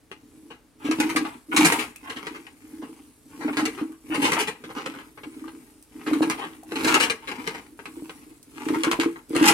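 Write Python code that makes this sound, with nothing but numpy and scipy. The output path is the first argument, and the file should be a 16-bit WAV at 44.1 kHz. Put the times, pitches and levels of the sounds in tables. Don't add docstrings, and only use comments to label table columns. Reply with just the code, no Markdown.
import sys
import numpy as np
from scipy import signal
from scipy.fft import rfft, irfft
from scipy.io import wavfile
from scipy.ndimage import uniform_filter1d

SR = 44100
rng = np.random.default_rng(int(sys.argv[2]) if len(sys.argv) > 2 else 0)


def wav_record(signal):
    frames = np.transpose(np.atleast_2d(signal))
    bounded = np.clip(frames, -1, 1)
    quanta = np.round(bounded * 32767).astype(np.int16)
    wavfile.write(sys.argv[1], SR, quanta)


N = 420273
TIME = np.arange(N) / SR
CONTROL_TIME = TIME[::100]
SIDES = np.array([[1], [-1]])

# (start [s], run-up [s], run-down [s],
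#   sloshing at full speed [dB], rubbing at full speed [dB], froth hiss at full speed [dB])
ROPE_PULLS = [(0.102, 0.37, 0.11, -43, -68, -55), (0.779, 0.27, 0.37, -26.5, -35.5, -47.5),
              (1.485, 0.15, 0.3, -20.5, -22.5, -31.5), (1.989, 0.11, 0.46, -39, -43, -55.5),
              (2.55, 0.23, 0.36, -42, -56, -56.5), (3.229, 0.38, 0.32, -31.5, -44.5, -50.5),
              (4.03, 0.24, 0.28, -22, -34.5, -42), (4.581, 0.24, 0.32, -36, -45, -56),
              (5.13, 0.26, 0.44, -40.5, -57, -57), (5.901, 0.29, 0.46, -31, -41, -50),
              (6.65, 0.24, 0.29, -20.5, -24, -39.5), (7.19, 0.2, 0.35, -35, -40, -53),
              (7.75, 0.23, 0.44, -40.5, -54.5, -54), (8.461, 0.26, 0.53, -31, -43, -48),
              (9.271, 0.23, 0.26, -22.5, -21, -36.5)]
# (time [s], strength [dB], scrape [0 clean knock - 1 swelling scrape], hollow body [dB re strength])
HOLDER_KNOCKS = [(0.115, -5, 0.03, -8), (0.503, -8.5, 0.39, -4), (0.839, 1, 0.88, -3),
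                 (0.912, 4.5, 0.11, -1), (1.001, 9.5, 0.096, -3), (1.093, 4.5, 0.24, -3.5),
                 (1.161, 9, 0.18, -1.5), (1.251, -3.5, 0.13, 2), (1.564, 13.5, 0.27, -3),
                 (1.648, 15, 0.25, -4.5), (1.722, 10, .1, -5), (1.785, 7.5, .56, -7),
                 (2.097, 0.5, 0.31, -6), (2.163, -1.5, 0.32, -5), (2.269, -0.5, 0.078, -4),
                 (2.343, -8, 0.38, -1.5), (2.467, -10, .13, -7), (2.818, -9.5, .4, -1.5),
                 (3.404, -3.5, 0.63, 1.5), (3.481, -12.5, .14, 7), (3.53, -5.5, 0.17, -7),
                 (3.57, 4.5, .1, -2), (3.582, 4.5, 0.57, 2), (3.654, 6.5, 0.16, -3), (3.77, -4, .64, 2.5),
                 (4.143, 4.5, 0.34, -3), (4.218, 8, 0.37, -6), (4.24, 10.5, 0.62, -5),
                 (4.319, 7, 0.074, -6), (4.331, 7.5, .15, -6.5), (4.385, 10, 0.57, -7.5),
                 (4.473, 4.5, 0.29, -4), (4.639, -7, 0.17, -3), (4.698, -8.5, 0.26, -2.5),
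                 (4.758, -1, .8, 0), (4.861, 1, 0.099, -3), (4.935, -10.5, 0.48, 1.5),
                 (4.975, -8.5, 0.79, -1.5), (5.175, -10.5, 0.15, -0.5), (5.234, -6, 0.13, -3.5),
                 (5.478, -10.5, 0.19, -5.5), (6.063, .5, 0.4, 0), (6.133, 1.5, 0.076, -1),
                 (6.22, 4, 0.33, 2.5), (6.299, 6.5, 0.05, -3), (6.308, 3.5, 0.13, -6),
                 (6.374, -2, 0.69, -0.5), (6.429, -6, 0.43, 2), (6.72, -3, .05, 1.5),
                 (6.757, 1.5, .13, -3.5), (6.81, -6.5, .12, 1), (6.846, 7.5, .12, -1),
                 (6.866, 10.5, .55, -3), (6.942, 12, 0.063, -7), (6.949, 8.5, .12, -2), (7.0, 11.5, .3, -5),
                 (7.025, 10.5, 0.31, -7), (7.099, 7.5, .14, -4), (7.274, 1, 0.33, -3),
                 (7.315, -0.5, .15, -3), (7.475, 3.5, 0.032, -1.5), (7.542, -2.5, 0.3, -1.5),
                 (7.791, -9.5, 0.085, -1.5), (7.856, -3.5, .07, -7), (8.095, -5.5, 0.047, -4),
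                 (8.686, 0, 0.073, -0.5), (8.738, -1, .16, 2.5), (8.835, 7.5, 0.047, -9.5),
                 (8.843, -1, 0.069, 7), (8.914, 7.5, .03, -4.5), (8.928, 1, 0.078, -2),
                 (8.999, 5, .05, -5.5), (9.011, 4.5, .1, -7.5), (9.034, 1, 0.033, -3),
                 (9.159, -13.5, 0.16, 2), (9.35, 2.5, 0.22, 1), (9.364, 6.5, 0.066, -8),
                 (9.427, 5, 0.037, -1), (9.456, 12, .2, 0), (9.476, 16, 0.25, -11),
                 (9.487, 11.5, .25, -0.5)]
# (time [s], swell [s], pitch [Hz], peak boom [dB], opening plop [dB])
BIG_GULPS = [(0.845, 0.011, 287, -21.5, -24), (0.886, 0.012, 302.6, -14, -24),
             (0.986, 0.015, 300, -13, -14), (1.044, .015, 306, -15.5, -23), (1.152, .013, 302, -15.5, -23),
             (1.209, .014, 302.7, -18.5, -21), (1.485, 0.0095, 301, -31, -35),
             (1.541, 0.0056, 314.6, -21.5, -16), (1.579, 0.017, 306.3, -9.5, -13),
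             (1.618, 0.018, 307, -10, -27), (1.714, .013, 297.4, -24, -37), (2.158, 0.0078, 283, -32, -42),
             (2.303, 0.0061, 300.6, -32.5, -49), (2.636, 0.006, 300, -38, -57),
             (2.728, .009, 301.6, -31.5, -36), (2.784, 0.013, 304, -31, -39),
             (2.827, 0.0035, 281, -30.5, -48), (2.89, 0.0035, 309, -33.5, -48),
             (3.447, 0.009, 295.3, -15.5, -23), (3.503, 0.0073, 291, -20, -28),
             (3.572, 0.015, 296, -18, -19), (3.617, 0.012, 295.5, -14.5, -36),
             (3.813, .01, 302, -17.5, -18), (3.895, 0.0074, 303, -31, -34), (4.071, .012, 302, -35, -40),
             (4.099, 0.017, 308, -21, -24), (4.18, 0.017, 287.5, -14, -16.5),
             (4.228, 0.014, 303, -16.5, -34), (4.762, 0.0049, 288, -30, -42),
             (4.88, 0.012, 298.8, -30, -40), (5.258, 0.015, 302, -30, -31),
             (5.358, 0.0093, 299.8, -30, -44), (5.385, 0.008, 304, -42.5, -47),
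             (5.412, 0.011, 305, -29, -35), (5.447, 0.0078, 306, -30.5, -46),
             (5.535, 0.0046, 290, -41, -51), (5.951, 0.0071, 303, -33, -47), (6.067, 0.01, 301.5, -18, -23),
             (6.112, 0.016, 303, -11.5, -29), (6.16, 0.0076, 292, -17.5, -24),
             (6.206, .011, 305, -11.5, -30), (6.271, 0.0072, 302.5, -20, -19),
             (6.721, 0.0022, 317.4, -30, -28), (6.757, 0.0084, 287, -29, -33),
             (6.81, .004, 305, -27, -18.5), (6.845, 0.0049, 303, -19, -20), (6.864, 0.012, 303, -20, -15),
             (6.91, .0066, 311.3, -20, -30), (7.377, 0.01, 265, -31, -45), (7.5, .0049, 296, -31, -37),
             (7.968, .005, 323, -29.5, -33), (8.022, .0087, 302, -31.5, -23.5),
             (8.265, 0.0031, 310, -42, -43), (8.307, 0.0055, 312, -41, -42),
             (8.665, .0021, 303.5, -21, -19), (8.703, 0.0034, 310, -18, -13),
             (8.723, 0.0052, 306.6, -16, -18), (8.759, .012, 306, -15.5, -14),
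             (8.869, .01, 317.4, -15, -13), (8.99, 0.003, 315, -13, -19),
             (9.059, 0.0021, 314.4, -14.5, -14), (9.306, .0019, 313.4, -25, -21.5),
             (9.332, 0.0037, 313, -17, -28), (9.362, .0021, 320, -17.5, -17),
             (9.411, .013, 309.7, -7, -6.5), (9.471, 0.0086, 314, -14.5, -14)]
# (frequency [Hz], relative level [dB], t60 [s])
POT_AIR = [(176.2, -27, 0.46), (250.4, -1.5, 0.14), (279.8, -3, 0.16), (318.45, -2.5, 0.24),
           (386, -15.5, 0.2), (431.8, -8.5, 0.18)]
# (frequency [Hz], relative level [dB])
WOOD_COLOUR = [(40, -29.5), (160, -5.5), (270, -10), (460, 3), (640, -21), (830, -2.5), (1250, -7),
               (1750, -10), (2200, -7), (2900, -9), (3600, -15.5), (9300, -14), (12500, -25), (16000, -41)]
# (frequency [Hz], relative level [dB], t60 [s])
WOOD_RINGS = [(862, 5, 0.12), (1067, -31, 0.08), (1312, 12, 0.031), (1652, 10.5, 0.036), (2133, 0.5, 0.058),
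              (2430, 16, 0.0087), (2840, 24, 0.0072), (4120, 14.5, 0.006), (5900, -3, 0.02)]
# (frequency [Hz], relative level [dB])
FROTH_COLOUR = [(2500, -14.5), (4500, -9.5), (6500, -8.5), (9000, -1.5), (11500, -5.5), (16000, -16.5)]
# (frequency [Hz], relative level [dB])
AIR_COLOUR = [(25, 4), (50, 12.5), (120, -5), (280, 4.5), (600, -4), (1000, -6.5), (3000, -12.5),
              (9000, -19), (16000, -29.5)]
# (time [s], starting pitch [Hz], level [dB])
BUBBLE_PLINKS = [(1.959, 2540, -30), (2.826, 995, -29), (5.441, 1160, -33), (6.63, 748, -31),
                 (8.931, 1033, -10.5), (9.038, 1270, -21)]
# (time [s], nearness [0-1])
MIC_NEARNESS = [(0, 0.17), (8.0, 0.4), (8.7, 0.84), (9.5, 1)]
# (time [s], level [dB])
DRY_TICKS = [(1.961, -17), (3.921, -29), (5.826, -24), (6.634, -24), (7.775, -32), (8.429, -22),
             (9.295, -23)]
# (time [s], length [s], level [dB], main resonance halfway [Hz])
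ROPE_RASPS = [(0.794, 0.065, -44, 940), (1.242, 0.025, -33, 865), (1.294, 0.062, -43, 950),
              (1.511, 0.062, -27.5, 1000), (1.73, 0.031, -26, 950), (2.034, 0.091, -37.5, 1090),
              (3.316, 0.041, -50, 1073), (3.475, 0.026, -29.5, 840), (3.913, 0.037, -52, 1100),
              (4.1, 0.062, -29, 990), (4.217, 0.091, -27, 976), (4.343, 0.051, -22, 942),
              (4.685, 0.033, -41.5, 1010), (6.39, 0.067, -33, 1090), (6.526, 0.027, -57, 990),
              (6.739, 0.064, -50, 1062), (6.857, 0.05, -19, 975), (6.953, 0.024, -18.5, 860),
              (7.053, 0.031, -27.5, 1085), (7.222, 0.024, -40, 958), (7.373, 0.052, -37, 930),
              (8.739, 0.023, -32, 1040), (8.854, 0.036, -27, 1030), (9.181, .025, -51, 960),
              (9.349, 0.083, -23.5, 1068), (9.471, 0.047, -18, 1020)]
# (multiple of the main resonance [ratio], relative level [dB], t60 [s])
ROPE_RINGS = [(.87, -22.5, 0.021), (1.0, 9, 0.028), (1.38, 5, 0.022), (1.66, 2.5, 0.011),
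              (2.2, 3.5, 0.0068), (2.5, -2, 0.018), (2.85, 3.5, 0.005)]
# (frequency [Hz], relative level [dB])
GRIND_COLOUR = [(60, -34), (180, -5.5), (420, -1), (640, -15), (850, 0), (1400, -6.5), (1800, -11),
                (2200, -4.5), (2950, -10.5), (3600, -16.5), (6000, -21.5), (14000, -36)]
# (time [s], level [dB])
MILK_SLAPS = [(0.887, -12.5), (1.152, -14), (3.448, -19), (6.113, -10), (6.207, -3.5), (6.865, -12),
              (8.99, -14), (9.363, -11)]

REST_SLOSH_DB, REST_RUB_DB, REST_HISS_DB = -52, -76, -62
BLADES_PER_S, SWAYS_PER_S = 19, 14
SLOSH_LEAD_S = 0.047
EDGE_DB, EDGE_DB_PER_DB, SCRAPE_EDGE_DB = -15.5, 1.8563, -3
BESIDE_UNTIL_S, RIM_SHADOW_DB = .79, -7
ROOM_T60_S, EARLY_S = 0.46, 0.018
TOP_HZ = 16000


def undb(db):
    return 10 ** (np.asarray(db) / 20)


def unit(x):
    return x / np.sqrt(np.sum(x ** 2, axis=-1, keepdims=True))


def steady(x, span_s):
    power = uniform_filter1d(np.mean(np.atleast_2d(x) ** 2, axis=0), int(span_s * SR))
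    return x / np.sqrt(np.abs(power) + 1e-12)


def through(x, response):
    return signal.fftconvolve(np.atleast_2d(x), np.atleast_2d(response), axes=1)[:, :N]


def band(x, hz, kind, order=3):
    return signal.sosfilt(signal.butter(order, hz, kind, fs=SR, output="sos"), x)


def peak(x, hz, q):
    return signal.lfilter(*signal.iirpeak(hz, q, fs=SR), x)


def colour(points, size=2048):
    hz, db = np.transpose(points)
    bins_hz = np.arange(size // 2 + 1) * SR / size
    gain = undb(np.interp(np.log(bins_hz + 1), np.log(hz), db))
    cepstrum = irfft(np.log(gain))
    cepstrum[1:size // 2] *= 2
    cepstrum[size // 2 + 1:] = 0
    return unit(irfft(np.exp(rfft(cepstrum))))


def ring(modes, stretch=1, against=0, size=8000):
    t = TIME[:size]
    out = np.zeros(size)
    for k, (hz, db, t60) in enumerate(modes):
        sense = -1 if k < against else 1
        decay = np.exp(-np.log(1000) * t / t60)
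        out += sense * undb(db) * decay * np.sin(2 * np.pi * hz * stretch * t)
    return out


def add(track, s, sound):
    start = max(round(s * SR), 0)
    track[..., start:start + sound.shape[-1]] += sound[..., :max(N - start, 0)]


def grains(per_s, spread_db):
    chance, size, sign = rng.random(N), rng.standard_normal(N), rng.choice([-1, 1], N)
    return (chance < per_s / SR) * sign * undb(spread_db * np.clip(size, -2, 2))


def nearness(s):
    return np.interp(s, *np.transpose(MIC_NEARNESS))


def spin(start, run_up, run_down):
    corners_s = [start, start + run_up, start + run_up + run_down]
    return np.sin(np.pi / 2 * np.interp(CONTROL_TIME, corners_s, [0, 1, 0]))


def driven(speeds, rest_db, full_db, curve):
    rises = [(db - rest_db) * speed ** curve for speed, db in zip(speeds, full_db)]
    return rest_db + np.interp(TIME, CONTROL_TIME, np.max(rises, axis=0))


def passes(speed, per_s, uneven=.2):
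    turned = np.cumsum(speed) * per_s / SR
    marks = np.arange(1, 400) + uneven * rng.standard_normal(399)
    return np.searchsorted(turned, marks[marks < turned[-1]])


def air(level_db=-63, side_db=-7):
    mid, side = through(rng.standard_normal((2, N)), colour(AIR_COLOUR))
    return undb(level_db) * (mid + undb(side_db) * side * SIDES)


def rumble(slosh_db, floor_db=-41, follow=0.53, low_hz=55, top_hz=150, side_db=-6):
    noise = band(rng.standard_normal((2, N)), top_hz, "low", order=2)
    mid, side = steady(band(noise, low_hz, "high", order=4), span_s=0.13)
    return (mid + undb(side_db) * side * SIDES) * undb(follow * slosh_db + floor_db)


def pot(near=0, stretch=1, near_db=-5):
    modes = [(hz, db + near * near_db * (k < 3), t60) for k, (hz, db, t60) in enumerate(POT_AIR)]
    return ring(modes, stretch, against=3)


def gulp(near, swell_s, hz, centre_hz=300, rise_per_s=0.96):
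    t = TIME[:int(swell_s * SR)]
    pocket = t * np.sin(2 * np.pi * hz * t * (1 + rise_per_s * (t - swell_s)))
    boom = signal.fftconvolve(pocket, pot(near, hz / centre_hz))
    return boom / np.max(np.abs(boom))


def small_gulps(speed, slosh_db, boom_db=-2, plop_db=-10, scatter_db=4.0, swell_s=.007,
                pitch_hz=295, pitch_spread=0.0534):
    chance = rng.standard_normal((400, 2)) * [scatter_db, pitch_spread]
    gulps = []
    for i, (size, bend) in zip(passes(speed, BLADES_PER_S), chance):
        level_db = slosh_db[i] + size
        gulps.append((i / SR, swell_s, pitch_hz * (1 + bend), level_db + boom_db, level_db + plop_db))
    return gulps


def milk(slosh_db, gulps, tumble_db=-10, plop_t60_s=0.034, slap_hz=490, slap_t60_s=0.0048,
         soft_hz=1200, leak_hz=165):
    tumbling = through(grains(per_s=90, spread_db=6.5), pot())[0]
    out = steady(tumbling, span_s=0.076) * undb(slosh_db + tumble_db)
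    for s, swell_s, hz, boom_db, plop_db in gulps:
        add(out, s, undb(boom_db) * gulp(nearness(s), swell_s, hz))
        plop = ring([(hz, 0, plop_t60_s)], size=3072)
        add(out, s, undb(plop_db) * band(plop, soft_hz, "low", order=2))
    slap = band(ring([(slap_hz, 0, slap_t60_s)], size=1024), soft_hz, "low", order=2)
    for s, db in MILK_SLAPS:
        add(out, s, undb(db) * slap)
    return band(out, leak_hz, "high", order=2)


def grip(speed, swing_db=4.0, per_s=60):
    swing = np.interp(TIME * per_s, np.arange(1000), rng.standard_normal(1000))
    return swing_db * np.sqrt(np.abs(speed)) * swing


def rubbing(rub_db):
    slips = through(grains(per_s=750, spread_db=9), colour(GRIND_COLOUR))[0]
    return steady(slips, span_s=0.79) * undb(rub_db)


def froth(hiss_db):
    bursts = through(grains(per_s=4100, spread_db=7.5), colour(FROTH_COLOUR))[0]
    return steady(bursts, span_s=0.064) * undb(hiss_db)


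def wood(ring_db=-8, patchy_db=3, mode_spread_db=3, detune=0.015):
    def vary(spread):
        return spread * rng.uniform(-1, 1)

    crack = colour([(hz, db + vary(patchy_db)) for hz, db in WOOD_COLOUR])
    modes = [(hz * (1 + vary(detune)), db + vary(mode_spread_db), t60) for hz, db, t60 in WOOD_RINGS]
    response = undb(ring_db) * unit(ring(modes, size=3072))
    add(response, 0, crack)
    return unit(response)


def light_taps(speed, rub_db, tap_db=20, scatter_db=3, scrape=0.46, hollow_db=-1):
    sizes = scatter_db * rng.standard_normal(400)
    hits = zip(passes(speed, SWAYS_PER_S), sizes)
    return [(i / SR, rub_db[i] + size + tap_db, scrape, hollow_db) for i, size in hits]


def clacks(contacts, body_hz=1900, split_hz=4200, bite_db=-4.0, bite_db_per_db=0.27, clean_scrape=0.24,
           chatter_s=0.0008, swell_s=0.03, bounce_hz=1500, rebound_s=.011, rebound_db=-9, thin_hz=130):
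    out, t = np.zeros(N), TIME[:SR // 16]
    for s, woody_db, scrape, hollow_db in contacts:
        pressure = (1 - np.exp(-t / (swell_s * scrape))) * np.exp(-t / (chatter_s + swell_s * scrape))
        bounces = rng.choice([-1, 1], len(t)) * (rng.random(len(t)) < bounce_hz / SR) * pressure
        crack = np.exp(-scrape / clean_scrape)
        blow = np.sqrt(1 - crack ** 2) * unit(bounces)
        blow[0] += crack
        blow[int(rebound_s * rng.uniform(.7, 1.3) * SR)] += crack * undb(rebound_db)
        knock = signal.fftconvolve(blow, wood())
        body = unit(band(knock, body_hz, "low"))
        bite = unit(band(knock, [body_hz, split_hz], "band"))
        edge = unit(band(knock, split_hz, "high"))
        bite_gain = undb(bite_db + bite_db_per_db * woody_db)
        add(out, s, undb(woody_db) * (undb(hollow_db) * body + bite_gain * bite))
        add(out, s, undb(EDGE_DB + EDGE_DB_PER_DB * woody_db + SCRAPE_EDGE_DB * scrape) * edge)
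    return band(out, thin_hz, "high", order=1)


def rasps(slips_per_s=240, uneven=.45, scatter_db=3, glide=.07, jitter=0.048, dull_hz=3400, thin_hz=720):
    out = np.zeros(N)
    for s, length, db, hz in ROPE_RASPS:
        chance = rng.standard_normal((60, 3))
        times = np.cumsum(np.exp(uneven * chance[:, 0])) / slips_per_s
        for at, (_, size, bend) in zip(times[times < length], chance):
            main_hz = hz * (1 + glide * (at / length - .5) + jitter * bend)
            swell = np.sqrt(np.sin(np.pi * at / length) * SR / slips_per_s)
            slip = unit(ring(ROPE_RINGS, main_hz, size=1024))
            add(out, s + at, undb(db + scatter_db * size) * swell * slip)
    return band(band(out, dull_hz, "low", order=6), thin_hz, "high")


def plinks(t60_s=0.019, rise_per_s=3.0):
    out, t = np.zeros(N), TIME[:SR // 12]
    decay = np.exp(-np.log(1000) * t / t60_s)
    for s, hz, db in BUBBLE_PLINKS:
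        add(out, s, undb(db) * decay * np.sin(2 * np.pi * hz * t * (1 + rise_per_s * t)))
    return out


def ticks(low_hz=3500):
    out = np.zeros(N)
    tick = unit(band(colour(FROTH_COLOUR), low_hz, "high", order=2))
    for s, db in DRY_TICKS:
        add(out, s, undb(db) * tick)
    return out


def passed_holder(x, near, boxy_hz=740, q=3.4, depth=0.28):
    return x - depth * near * peak(x, boxy_hz, q)


def room(direct_db=-4, direct_s=0.00071, late_db=-15, wide_hz=800, bass_side_db=-12, absorb_hz=2200,
         treble_s=0.065, lumpy_db=3):
    t = TIME[:SR // 3]
    tail = undb(late_db) * np.exp(-np.log(1000) * t / ROOM_T60_S)
    walls = (1 - np.exp(-t / 0.00076)) * (np.exp(-t / EARLY_S) + tail)
    walls = walls * undb(lumpy_db * np.interp(t, t[::64], rng.standard_normal(len(t[::64]))))
    fade = unit(walls) + undb(direct_db) * unit(np.exp(-t / direct_s))
    mid, side = rng.standard_normal((2, len(t))) * fade
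    bass_side = undb(bass_side_db) * band(side, wide_hz, "low", order=2)
    both = mid + SIDES * (band(side, wide_hz, "high", order=2) + bass_side)
    dull = band(both, absorb_hz, "low", order=1)
    return unit(dull + (both - dull) * np.exp(-t / treble_s))


def reflect(x, size=4096):
    out = np.zeros((2, N))
    for centre in range(0, N + size, size):
        span = np.arange(max(centre - size, 0), min(centre + size, N))
        fade = np.cos(np.pi / 2 * (span - centre) / size)
        add(out, span[0] / SR, through(x[span] * fade, room()))
    return out


def ports(x, presence_hz=2100, share=0.33):
    return x + share * SIDES * peak(x, presence_hz, 1)


def scene(boom_room_db=-18, far_lag_s=0.00016, near_lag_s=0.0001, straight_db=-7, closer_db=2):
    speeds = [spin(*pull[:3]) for pull in ROPE_PULLS]
    speed = np.interp(TIME, CONTROL_TIME, np.max(speeds, axis=0))
    near = nearness(TIME)
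    full_slosh_db, full_rub_db, full_hiss_db = np.transpose(ROPE_PULLS)[3:]
    stirs = [spin(start, run_up - SLOSH_LEAD_S, run_down + SLOSH_LEAD_S)
             for start, run_up, run_down, *_ in ROPE_PULLS]
    slosh_db = driven(stirs, REST_SLOSH_DB, full_slosh_db, curve=0.43)
    rub_db = driven(speeds, REST_RUB_DB, full_rub_db, curve=0.55)
    hiss_db = driven(speeds, REST_HISS_DB, full_hiss_db, curve=0.81)
    hiss_db = hiss_db + RIM_SHADOW_DB * (TIME < BESIDE_UNTIL_S)

    boom = milk(slosh_db, BIG_GULPS + small_gulps(speed, slosh_db))
    knocks = clacks(HOLDER_KNOCKS + light_taps(speed, rub_db))
    friction = rubbing(rub_db + grip(speed)) + rasps()
    shaft = passed_holder(knocks + friction, near) + ticks()

    straight = boom + shaft * undb(straight_db + closer_db * near)
    left = np.interp(TIME - far_lag_s - near_lag_s * near, TIME, straight)
    scattered = shaft + froth(hiss_db) + plinks() + undb(boom_room_db) * boom
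    return np.array([left, straight]) + ports(reflect(scattered)) + rumble(slosh_db) + air()


def record(dry):
    rounded = .85 * np.tanh(band(dry, 32, "high", order=4) / .85)
    return signal.sosfilt(signal.ellip(10, .2, 80, TOP_HZ, fs=SR, output="sos"), rounded)


dry = scene()
out = record(dry)
wav_record(out)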